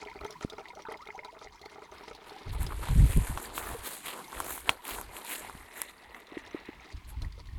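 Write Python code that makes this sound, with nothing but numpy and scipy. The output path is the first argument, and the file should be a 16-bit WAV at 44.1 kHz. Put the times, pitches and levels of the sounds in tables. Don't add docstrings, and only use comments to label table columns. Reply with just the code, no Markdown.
import sys
import numpy as np
from scipy import signal
from scipy.fft import rfft, irfft
from scipy.io import wavfile
from scipy.ndimage import uniform_filter1d

SR = 44100
rng = np.random.default_rng(int(sys.argv[2]) if len(sys.argv) > 2 else 0)


def wav_out(sig):
    wavfile.write(sys.argv[1], SR, np.round(np.clip(np.atleast_2d(sig).T, -1, 1) * 32767).astype(np.int16))


N = 334278
T = np.arange(N) / SR


def undb(db):
    return 10 ** (np.asarray(db) / 20)


def unit(x):
    return x / np.sqrt(np.mean(x ** 2))


def peak(x, db):
    return x * undb(db) / np.abs(x).max()


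def curves(table):
    s, *columns = np.transpose(table)
    return [np.interp(T, s, c) for c in columns]


def add(out, s, sound):
    i = int(np.clip(s * SR, 0, N - 1))
    out[i:i + len(sound)] += sound[:N - i]


def colour(x, points):
    hz, db = np.transpose(points)
    size = 8192
    f = np.maximum(np.arange(size // 2 + 1) * SR / size, 1)
    gain = undb(np.interp(np.log(f), np.log(hz), db))
    cepstrum = irfft(np.log(gain))
    cepstrum[1:size // 2] *= 2
    cepstrum[size // 2 + 1:] = 0
    return signal.fftconvolve(x, irfft(np.exp(rfft(cepstrum))))[:len(x)]


def walk(rate):
    return np.interp(T * rate, np.arange(4096), rng.standard_normal(4096))


def crackle(per_s, spread_db):
    size = undb(spread_db * np.minimum(rng.exponential(size=N), 4))
    return unit((rng.random(N) < per_s / SR) * size * rng.choice([-1, 1], N))


def noise_burst(t60, samples=SR // 10):
    return rng.standard_normal(samples) * np.exp(-np.log(1000) * T[:samples] / t60)


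def ring(hz, t60, glide=0, attack=0.00036):
    t = T[:int(t60 * SR) + 2]
    phase = 2 * np.pi * hz * t * (1 + glide * t / t60 / 2)
    return np.sin(phase) * np.exp(-np.log(1000) * t / t60) * (1 - np.exp(-t / attack))


def strike(modes, detune):
    out = np.zeros(SR // 4)
    for hz, db, t60 in modes:
        tone = undb(db) * ring(hz * (1 + detune * rng.standard_normal()), t60)[:len(out)]
        out[:len(tone)] += tone
    return out


def patter(per_s, spread_db, cycles, low_hz, high_hz, count):
    out = np.zeros(N)
    for hz in np.geomspace(low_hz, high_hz, count):
        grain = ring(hz, t60=cycles / hz, glide=0.04, attack=0.15 / hz)
        surge = undb(3.55 * walk(18))
        grains = signal.oaconvolve(crackle(per_s / count, spread_db), grain)[:N]
        out += np.sqrt(hz) * surge * unit(grains)
    return unit(out)


def tail(x, t60, eq):
    echoes = noise_burst(t60, SR // 6) * (T[:SR // 6] > .0015)
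    return signal.fftconvolve(x, colour(echoes / np.linalg.norm(echoes), eq))[:N]


# f/Hz, level/dB
AIR_EQ = [(12, -43), (20, -4), (60, -16.5), (161, 9), (398, 2), (499, -22), (1040, 5.5), (1590, -12),
          (2110, -5), (2640, -8), (17000, -26)]


def air():
    return unit(colour(rng.standard_normal(N), AIR_EQ)) * undb(-66 + 4.2 * walk(2.84))


# f/Hz, level/dB
WATER_EQ = [(180, -56), (300, 2), (425, 5), (528, -11), (593, -12), (994, -9.5), (1080, -14), (1230, -12.5),
            (1690, -21), (2100, -7), (2650, -20.5), (4440, -15), (8220, -28), (10200, -30), (16000, -73)]
# t/s, level/dB
DISTANCE_FADE = [(0, 0), (1.2, -0.5), (1.6, -0.5), (2.4, -2.5), (3.5, -2.5), (5, -0.5), (6, -6),
                 (7.58, -7.5)]
# t/s, level/dB
RIM_SHADE = [(2.5, 12), (5, -11), (7.58, -12)]


def babble():
    bubbles, soft_plops = np.zeros(N), np.zeros(N)
    for when, pitch, size, life, rise in rng.random((2400, 5)):
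        hz = 520 * 13 ** (pitch ** .7)
        bubble = ring(hz, t60=(18 + 36 * life) / hz, glide=0.5 * rise, attack=0.00072)
        add(bubbles, when * N / SR, undb(-14 * size) * bubble)
    for k, (when, size) in enumerate(rng.random((68, 2))):
        add(soft_plops, (k + when) / 9, plop(-44 - 6 * size))
    splash = patter(per_s=2200, spread_db=3.5, cycles=14, low_hz=600, high_hz=13000, count=16)
    splash *= undb(7.9 * walk(40))
    water = undb(-51.5) * unit(colour(bubbles, WATER_EQ)) + undb(-56) * unit(colour(splash, WATER_EQ))
    water += soft_plops * undb(curves(RIM_SHADE)[0])
    return water * undb(curves(DISTANCE_FADE)[0])


def spurts(rise_s=.003, fall_s=0.026, spurt_db=-1, lull_db=-5):
    burst = np.zeros(N)
    for s, *_ in PLOPS + PIPS + SPRAY:
        near = np.abs(T - s) < .2
        age = T[near] - s
        width = np.where(age < 0, rise_s, fall_s)
        burst[near] = np.maximum(burst[near], np.exp(-(age / width) ** 2))
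    return undb(lull_db + (spurt_db - lull_db) * burst)


def sprinkle(sound, db, hz, scatter, count, range_db=10.5):
    out = np.zeros(N)
    for k, (when, size, pitch) in enumerate(rng.random((count, 3))):
        drop_hz = hz * np.exp(2 * scatter * (2 * pitch - 1))
        add(out, (k + when) / count * N / SR, sound(db - range_db * size, drop_hz))
    return out * undb(curves(DISTANCE_FADE)[0])


def play(cues, sound):
    out = np.zeros(N)
    for s, *settings in cues:
        add(out, s, sound(*settings))
    return out


# t/s, peak level/dB, f/Hz
PIPS = [(0.017, -40.5, 2240), (0.073, -38, 2270), (0.085, -36, 2020), (0.114, -40, 2100),
        (0.19, -40.5, 2330), (0.428, -38, 2030), (0.656, -37, 1990), (0.704, -41, 2190),
        (0.853, -36.5, 1520), (0.918, -35.5, 2000), (0.942, -35, 2070), (1.072, -37.5, 2160),
        (1.104, -32.5, 2090), (1.191, -32, 2120), (1.234, -41.5, 2080), (1.472, -39.5, 2020),
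        (6.146, -35, 2030), (6.377, -35, 1930), (6.45, -43, 1760), (6.73, -44, 2050), (6.798, -45, 2300),
        (6.903, -42.5, 1990), (7.247, -40.5, 1940), (7.488, -47, 1870)]


def pip(db, hz):
    return peak(ring(hz, t60=0.016, glide=0.013, attack=0.00053), db)


# t/s, level/dB, start f/Hz, end f/Hz, length/s
GLUGS = [(0.024, -49, 610, 1150, 0.026), (0.202, -50, 1080, 1390, 0.022), (0.353, -46, 940, 1050, 0.017),
         (0.426, -47, 1090, 1470, 0.013), (0.758, -47, 520, 1030, 0.043), (0.863, -38, 804, 1570, 0.014),
         (0.91, -35, 570, 1460, 0.0103), (0.987, -47, 870, 1480, 0.057), (1.141, -44, 717, 1040, 0.033),
         (1.278, -48, 836, 1040, 0.026), (2.33, -48, 720, 850, .05), (2.541, -50, 774, 940, .04)]


def glug(db, start_hz, end_hz, length):
    age = np.linspace(0, 1, int(length * SR))
    wobble = np.interp(age, np.linspace(0, 1, 7), rng.standard_normal(7))
    hz = start_hz * (end_hz / start_hz) ** age * (1 + .04 * wobble)
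    envelope = np.sqrt(np.abs(np.sin(np.pi * age))) * undb(db + 3 * wobble[::-1])
    return np.sin(2 * np.pi * np.cumsum(hz) / SR) * envelope


# t/s, level/dB
PLOPS = [(0.026, -34.5), (0.157, -35.5), (0.213, -36.5), (0.235, -34), (0.25, -28), (0.304, -40),
         (0.321, -44), (0.41, -33.5), (0.534, -36), (0.583, -31.5), (0.598, -37.5), (0.672, -48),
         (0.8, -47), (0.886, -30), (0.922, -35), (0.956, -38.5), (1.087, -34), (1.258, -42), (1.415, -38),
         (1.614, -44.5), (1.719, -44), (1.822, -40), (1.926, -42), (2.079, -36.5), (2.112, -36.5),
         (2.217, -43), (2.468, -41)]
# f/Hz, level/dB, t60/s
CAVITY_MODES = [(421.7, -4, 0.12), (648, -9, 0.073), (796, -4, 0.033), (1270, -0.5, 0.014),
                (2140, -6, 0.013)]


def plop(db):
    modes = []
    for hz, level, t60 in CAVITY_MODES:
        stray = .06 * (hz > 500) * rng.standard_normal()
        modes.append((hz * (1 + stray), level + 2.2 * rng.standard_normal(), t60))
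    out = peak(strike(modes, detune=.025), 0)
    for late, pitch, size in rng.random((8, 3)):
        hz = 1100 * 5.5 ** pitch
        bubble = ring(hz, t60=28 / hz, glide=0.17, attack=0.00065)
        add(out, .04 * late, undb(-8.5 - 28 * size - 7 * pitch) * bubble)
    return out * undb(db)


# t/s, level/dB, f/Hz
SPRAY = [(0.246, -43, 3130), (0.306, -41, 5520), (0.409, -47, 3040), (0.499, -38.5, 3540),
         (0.924, -44, 3250), (1.073, -47, 3770), (1.247, -41.5, 3760), (1.615, -44.5, 4140),
         (1.658, -44.5, 4470), (2.149, -42, 4300), (2.295, -44, 4320), (2.493, -43.5, 4100),
         (2.665, -34.5, 4840), (3.455, -38, 4540), (6.269, -49.5, 3900), (6.463, -47, 3430),
         (7.22, -37.5, 4000), (7.323, -49.5, 4670)]


def droplet(db, hz):
    splat = rng.standard_normal(SR // 25) * np.exp(-T[:SR // 25] / 0.0039)
    splat_eq = [(1500, -17.5), (3500, 1.5), (6000, -6.5), (8000, -14.5), (11000, -16), (16000, -23.5)]
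    out = peak(colour(splat, splat_eq), db=1)
    add(out, 0.001, peak(ring(hz, t60=0.01, glide=0.11, attack=0.00045), 0))
    return out * undb(db)


def stream():
    faint_pips = sprinkle(pip, db=-46.5, hz=2170, scatter=0.06, count=60)
    faint_spray = sprinkle(droplet, db=-44.5, hz=4035, scatter=0.215, count=130)
    drops = play(PLOPS, plop) + play(PIPS, pip) + play(GLUGS, glug) + play(SPRAY, droplet)
    return drops + babble() * spurts() + faint_pips + faint_spray


def trough(water):
    hollow = signal.fftconvolve(water, ring(hz=425.3, t60=0.14))[:N]
    hollow *= np.std(water) / np.std(hollow)
    echoes = tail(water, t60=0.046, eq=[(400, -9), (1000, -3), (2500, -5.5), (10000, -7)])
    return water + undb(-0.5) * echoes + undb(-14) * hollow


# t/s, hold/s, level/dB
GUSTS = [(0.205, 0.037, -52), (0.44, .015, -54), (1.452, .015, -54), (2.27, 0.022, -54),
         (2.475, 0.085, -32), (2.599, 0.052, -28), (2.66, .18, -36.5), (2.893, 0.037, -22.5),
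         (2.962, 0.091, -19), (3.097, 0.013, -28.5), (3.166, 0.015, -14.5), (3.191, 0.032, -25),
         (3.298, 0.0075, -22.5), (3.358, 0.013, -32.5), (3.452, 0.24, -50.5), (3.713, 0.029, -41),
         (3.794, .025, -44), (4.365, 0.043, -43.5), (4.443, 0.09, -53.5), (4.685, 0.022, -50),
         (4.914, 0.19, -50), (5.542, 0.088, -54.5), (6.947, .02, -37.5), (7.049, 0.091, -43.5),
         (7.173, 0.024, -36), (7.223, 0.051, -32), (7.285, .16, -48), (7.465, 0.036, -43),
         (7.533, 0.058, -37)]


def gusting(attack_db_per_s=900, release_db_per_s=523):
    db = -66.5 + 5.5 * walk(14)
    for s, hold, top_db in GUSTS:
        below = np.maximum(attack_db_per_s * (s - T), release_db_per_s * (T - s - hold))
        db = np.maximum(db, top_db - np.maximum(below, 0))
    return db


# f/Hz, level/dB
EDDY_EQ = [(11, -63), (18, 13.5), (59, 0), (118, -10.5), (188, -22), (220, -28.5), (254, -17), (365, -29.5),
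           (400, -34), (520, -73), (880, -120)]


def wind():
    gust_db = gusting()
    eddies = colour(rng.standard_normal(N), EDDY_EQ)
    eddies /= np.sqrt(uniform_filter1d(eddies ** 2, SR // 18))
    rumble = unit(colour(eddies, [(25, -14), (50, 1.5), (85, 3), (120, -2), (250, -8)]))
    puffs = crackle(per_s=400, spread_db=3)
    flutter_eq = [(70, -17), (130, 14.5), (200, -3.5), (300, -14.5), (450, -19), (1000, -60)]
    flutter = unit(colour(puffs, flutter_eq))
    return rumble * undb(gust_db) + flutter * undb(-36.5 + 2 * (gust_db + 25))


# t/s, peak level/dB
TICKS = [(0.2492, -41), (0.308, -39), (0.9223, -37), (2.6303, -25), (3.1735, -20.5), (3.4284, -27),
         (4.402, -20), (4.446, -27), (4.6922, -47), (4.853, -26), (4.88, -23), (5.013, -26.5),
         (5.1668, -29), (5.249, -28), (5.8176, -13.5), (6.2024, -43)]


def tick(db):
    tick_eq = [(3000, -6.5), (6000, -7), (8000, 3), (12000, 9), (14000, -8), (17000, -36)]
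    return peak(colour(noise_burst(t60=0.0021), tick_eq), db)


# t/s, peak level/dB, f/Hz, t60/s
BUMPS = [(0.448, -18.5, 260, 0.0074), (3.747, -33, 485, 0.077), (5.551, -36, 210, 0.012),
         (6.321, -36.5, 352, 0.021), (6.37, -27, 349, 0.026), (6.546, -24.5, 353, 0.024),
         (6.689, -31, 327, 0.022)]


def bump(db, hz, t60):
    return peak(ring(hz, t60, glide=-0.36, attack=0.0015), db)


# t/s, crunch/dB, scrape/dB, hiss/dB
RUSTLE = [(1.8, -69, -77, -97), (2.45, -56.5, -55, -77), (2.85, -58, -56.5, -50.5),
          (3.5, -46.5, -56.5, -65), (4.3, -69, -59.5, -59), (4.8, -64, -62.5, -67),
          (5.6, -56.5, -58, -58.5), (6, -59.5, -59.5, -73), (6.8, -66.5, -61.5, -91),
          (7.1, -83, -64.5, -88), (7.58, -74, -70, -77)]
# crest t/s, length/s, crunch/dB, scrape/dB, hiss/dB, swish/dB
PUSHES = [(1.98, 0.14, -53.5, -60, -71.5, -75.5), (2.279, 0.046, -50.5, -55, -63.5, -70),
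          (2.356, .13, -55, -56, -71, -85), (2.536, 0.033, -55, -68, -57, -60),
          (2.62, 0.055, -46.5, -50, -50.5, -59), (2.708, 0.077, -46, -68, -65, -80),
          (2.858, 0.15, -45, -50, -67, -78), (2.968, 0.19, -59, -49.5, -50, -80),
          (3.116, 0.12, -50, -47.5, -44.5, -56), (3.28, 0.21, -46, -50.5, -47.5, -84),
          (3.435, 0.065, -65, -52, -45, -59), (3.574, 0.058, -53, -44, -42, -42),
          (3.655, 0.2, -44, -50.5, -48, -51), (3.871, 0.084, -46, -44.5, -43.5, -45),
          (3.944, 0.088, -51, -50, -45.5, -54), (4.077, 0.076, -48, -43, -43.5, -53),
          (4.157, 0.11, -46.5, -55.5, -52.5, -70), (4.41, 0.2, -43.5, -50, -48.5, -60),
          (4.512, 0.13, -48.5, -50.5, -42.5, -42.5), (4.696, 0.081, -41, -50, -50.5, -60),
          (4.899, 0.1, -43, -45.5, -44, -43.5), (4.973, 0.083, -42, -59, -46.5, -66),
          (5.166, .1, -44.5, -55.5, -50.5, -70), (5.317, .1, -46.5, -40.5, -40, -44),
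          (5.43, 0.088, -46.5, -49.5, -49, -71), (5.789, 0.092, -47.5, -46.5, -48, -54),
          (5.883, 0.079, -76, -58, -59, -79), (6.16, 0.12, -55.5, -66, -68.5, -76),
          (6.38, 0.16, -54, -54.5, -75, -85), (6.553, 0.09, -50, -52.5, -73, -82),
          (6.675, 0.13, -58, -54.5, -86, -78), (6.84, 0.066, -62, -57, -96, -93),
          (7.096, 0.033, -79, -55.5, -56, -76), (7.237, 0.053, -57, -75, -68, -80)]


def pushing(rise_share=0.42, edge_db=6.5, roundness=1.85):
    power = np.vstack([undb(curves(RUSTLE)) ** 2, np.zeros(N)])
    for s, length, *levels_db in PUSHES:
        near = np.abs(T - s) < 4 * length
        age = (T[near] - s) / length
        from_crest = np.where(age < 0, -age / rise_share, age / (1 - rise_share))
        swell = undb(-edge_db * from_crest ** roundness)
        envelopes = [swell, swell, swell, swell ** 2]
        power[:, near] += (undb(levels_db)[:, None] * envelopes) ** 2
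    return np.sqrt(power)


# f/Hz, level/dB
CRUNCH_EQ = [(110, -25.5), (180, -5), (303, -1.5), (357, -1.5), (454, -1), (540, -4.5), (972, 0.5),
             (1630, -6), (1800, -7), (2340, -23), (3960, -120)]
SCRAPE_EQ = [(880, -33), (1500, -1.5), (2140, 0.5), (2990, -3), (3400, -3), (4120, -3.5), (5440, -15),
             (6000, -25), (7800, -37), (13200, -120)]
RASP_EQ = [(760, -52), (1300, -12), (1530, -11.5), (1960, 2.5), (2330, -7), (2700, -6.5), (3200, -14),
           (3490, -11), (4070, -10.5), (4400, -21), (5390, -26), (5870, -43), (7000, -35), (9100, -52),
           (15400, -120)]
HISS_EQ = [(3240, -59), (5500, -13), (6190, -7.5), (6900, -2), (8160, 1), (10200, 2.5), (11700, 1.5),
           (12400, 2), (14200, -12), (15000, -42)]
SWISH_EQ = [(3240, -48), (5500, -18), (6690, -3), (7960, -25), (11300, 4), (12400, 0), (14100, 2),
            (16600, 0), (17300, -12)]
STEM_EQ = [(400, -7), (1200, 9.5), (3800, 6), (5500, -15), (8000, -7), (12500, -12), (15000, -21)]


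def brush():
    crunch_gain, scrape_gain, hiss_gain, swish_gain = pushing()
    grip = undb(2 * walk(220))
    coarse = patter(per_s=2000, spread_db=2, cycles=7.1, low_hz=224, high_hz=1700, count=8) * grip
    crunch = unit(colour(coarse, CRUNCH_EQ)) * crunch_gain
    grains = patter(per_s=4500, spread_db=4, cycles=7, low_hz=1400, high_hz=6500, count=10) * grip
    slow_steps = np.interp(T, [5.4, 5.7, 6.9, 6.95], [0, 1, 1, 0])
    scrape = unit(colour(grains, SCRAPE_EQ)) * scrape_gain * (1 - slow_steps)
    rasp = unit(colour(grains, RASP_EQ)) * scrape_gain * slow_steps
    fine = patter(per_s=14000, spread_db=3.5, cycles=9, low_hz=5000, high_hz=15500, count=10) * grip
    hiss = unit(colour(fine, HISS_EQ)) * hiss_gain
    sharp = crackle(per_s=12000, spread_db=3.5) * grip
    swish = unit(colour(sharp, SWISH_EQ)) * swish_gain
    cracks = crackle(per_s=70, spread_db=2)
    stems = unit(colour(cracks, STEM_EQ)) * undb(-12) * scrape_gain * (1 - slow_steps)
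    return crunch + scrape + rasp + hiss + swish + stems


# t/s, level/dB, brightness/dB
SNAPS = [(3.375, -20, -14), (3.579, -18, -10.5), (3.724, -33, -12), (4.07, -27, -4), (4.083, -25.5, -3),
         (4.329, -29.5, -27), (4.403, -18.5, -19), (4.578, -30.5, -24), (4.693, -5, 0.5), (4.853, -33, 12),
         (4.911, -41, 13), (4.987, -31, -28), (5.013, -30, -17), (5.167, -32, 5), (5.311, -28, 3),
         (5.497, -29, -33), (5.817, -28, -2.5), (6.146, -38, -1), (6.379, -37.5, 2)]
# f/Hz, level/dB, t60/s
TWIG_MODES = [(426, -23, 0.018), (1072, 2, 0.0073), (1330, -13.5, 0.017), (2270, -9.5, 0.014),
              (2660, 12.5, 0.003), (3170, -8.5, 0.013)]


def twigs():
    crack_eq = [(300, -4), (3500, 0), (4800, -7), (7500, 0), (12000, -6), (16000, -14)]
    ground_eq = [(300, -1), (900, -11), (2700, -21), (5000, 1), (10000, -5)]
    out = np.zeros(N)
    for s, db, bright_db in SNAPS:
        modes = [(hz, level + bright_db * (hz > 1800), t60) for hz, level, t60 in TWIG_MODES]
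        add(out, s, peak(strike(modes, detune=0.0088), db))
        add(out, s, peak(colour(noise_burst(t60=0.026), crack_eq), db - 14))
    return out + undb(-3.5) * tail(out, t60=0.075, eq=ground_eq)


def scene():
    water = trough(stream())
    plants = brush() + twigs()
    return (water + plants + play(TICKS, tick) + play(BUMPS, bump) + wind() + air())[None]


def record(dry):
    hiss = undb(-78.5) * rng.standard_normal(N)
    high_cut = signal.ellip(10, .2, 70, 17300, fs=SR, output="sos")
    return signal.sosfilt(high_cut, dry + hiss)


dry = scene()
out = record(dry)
wav_out(out)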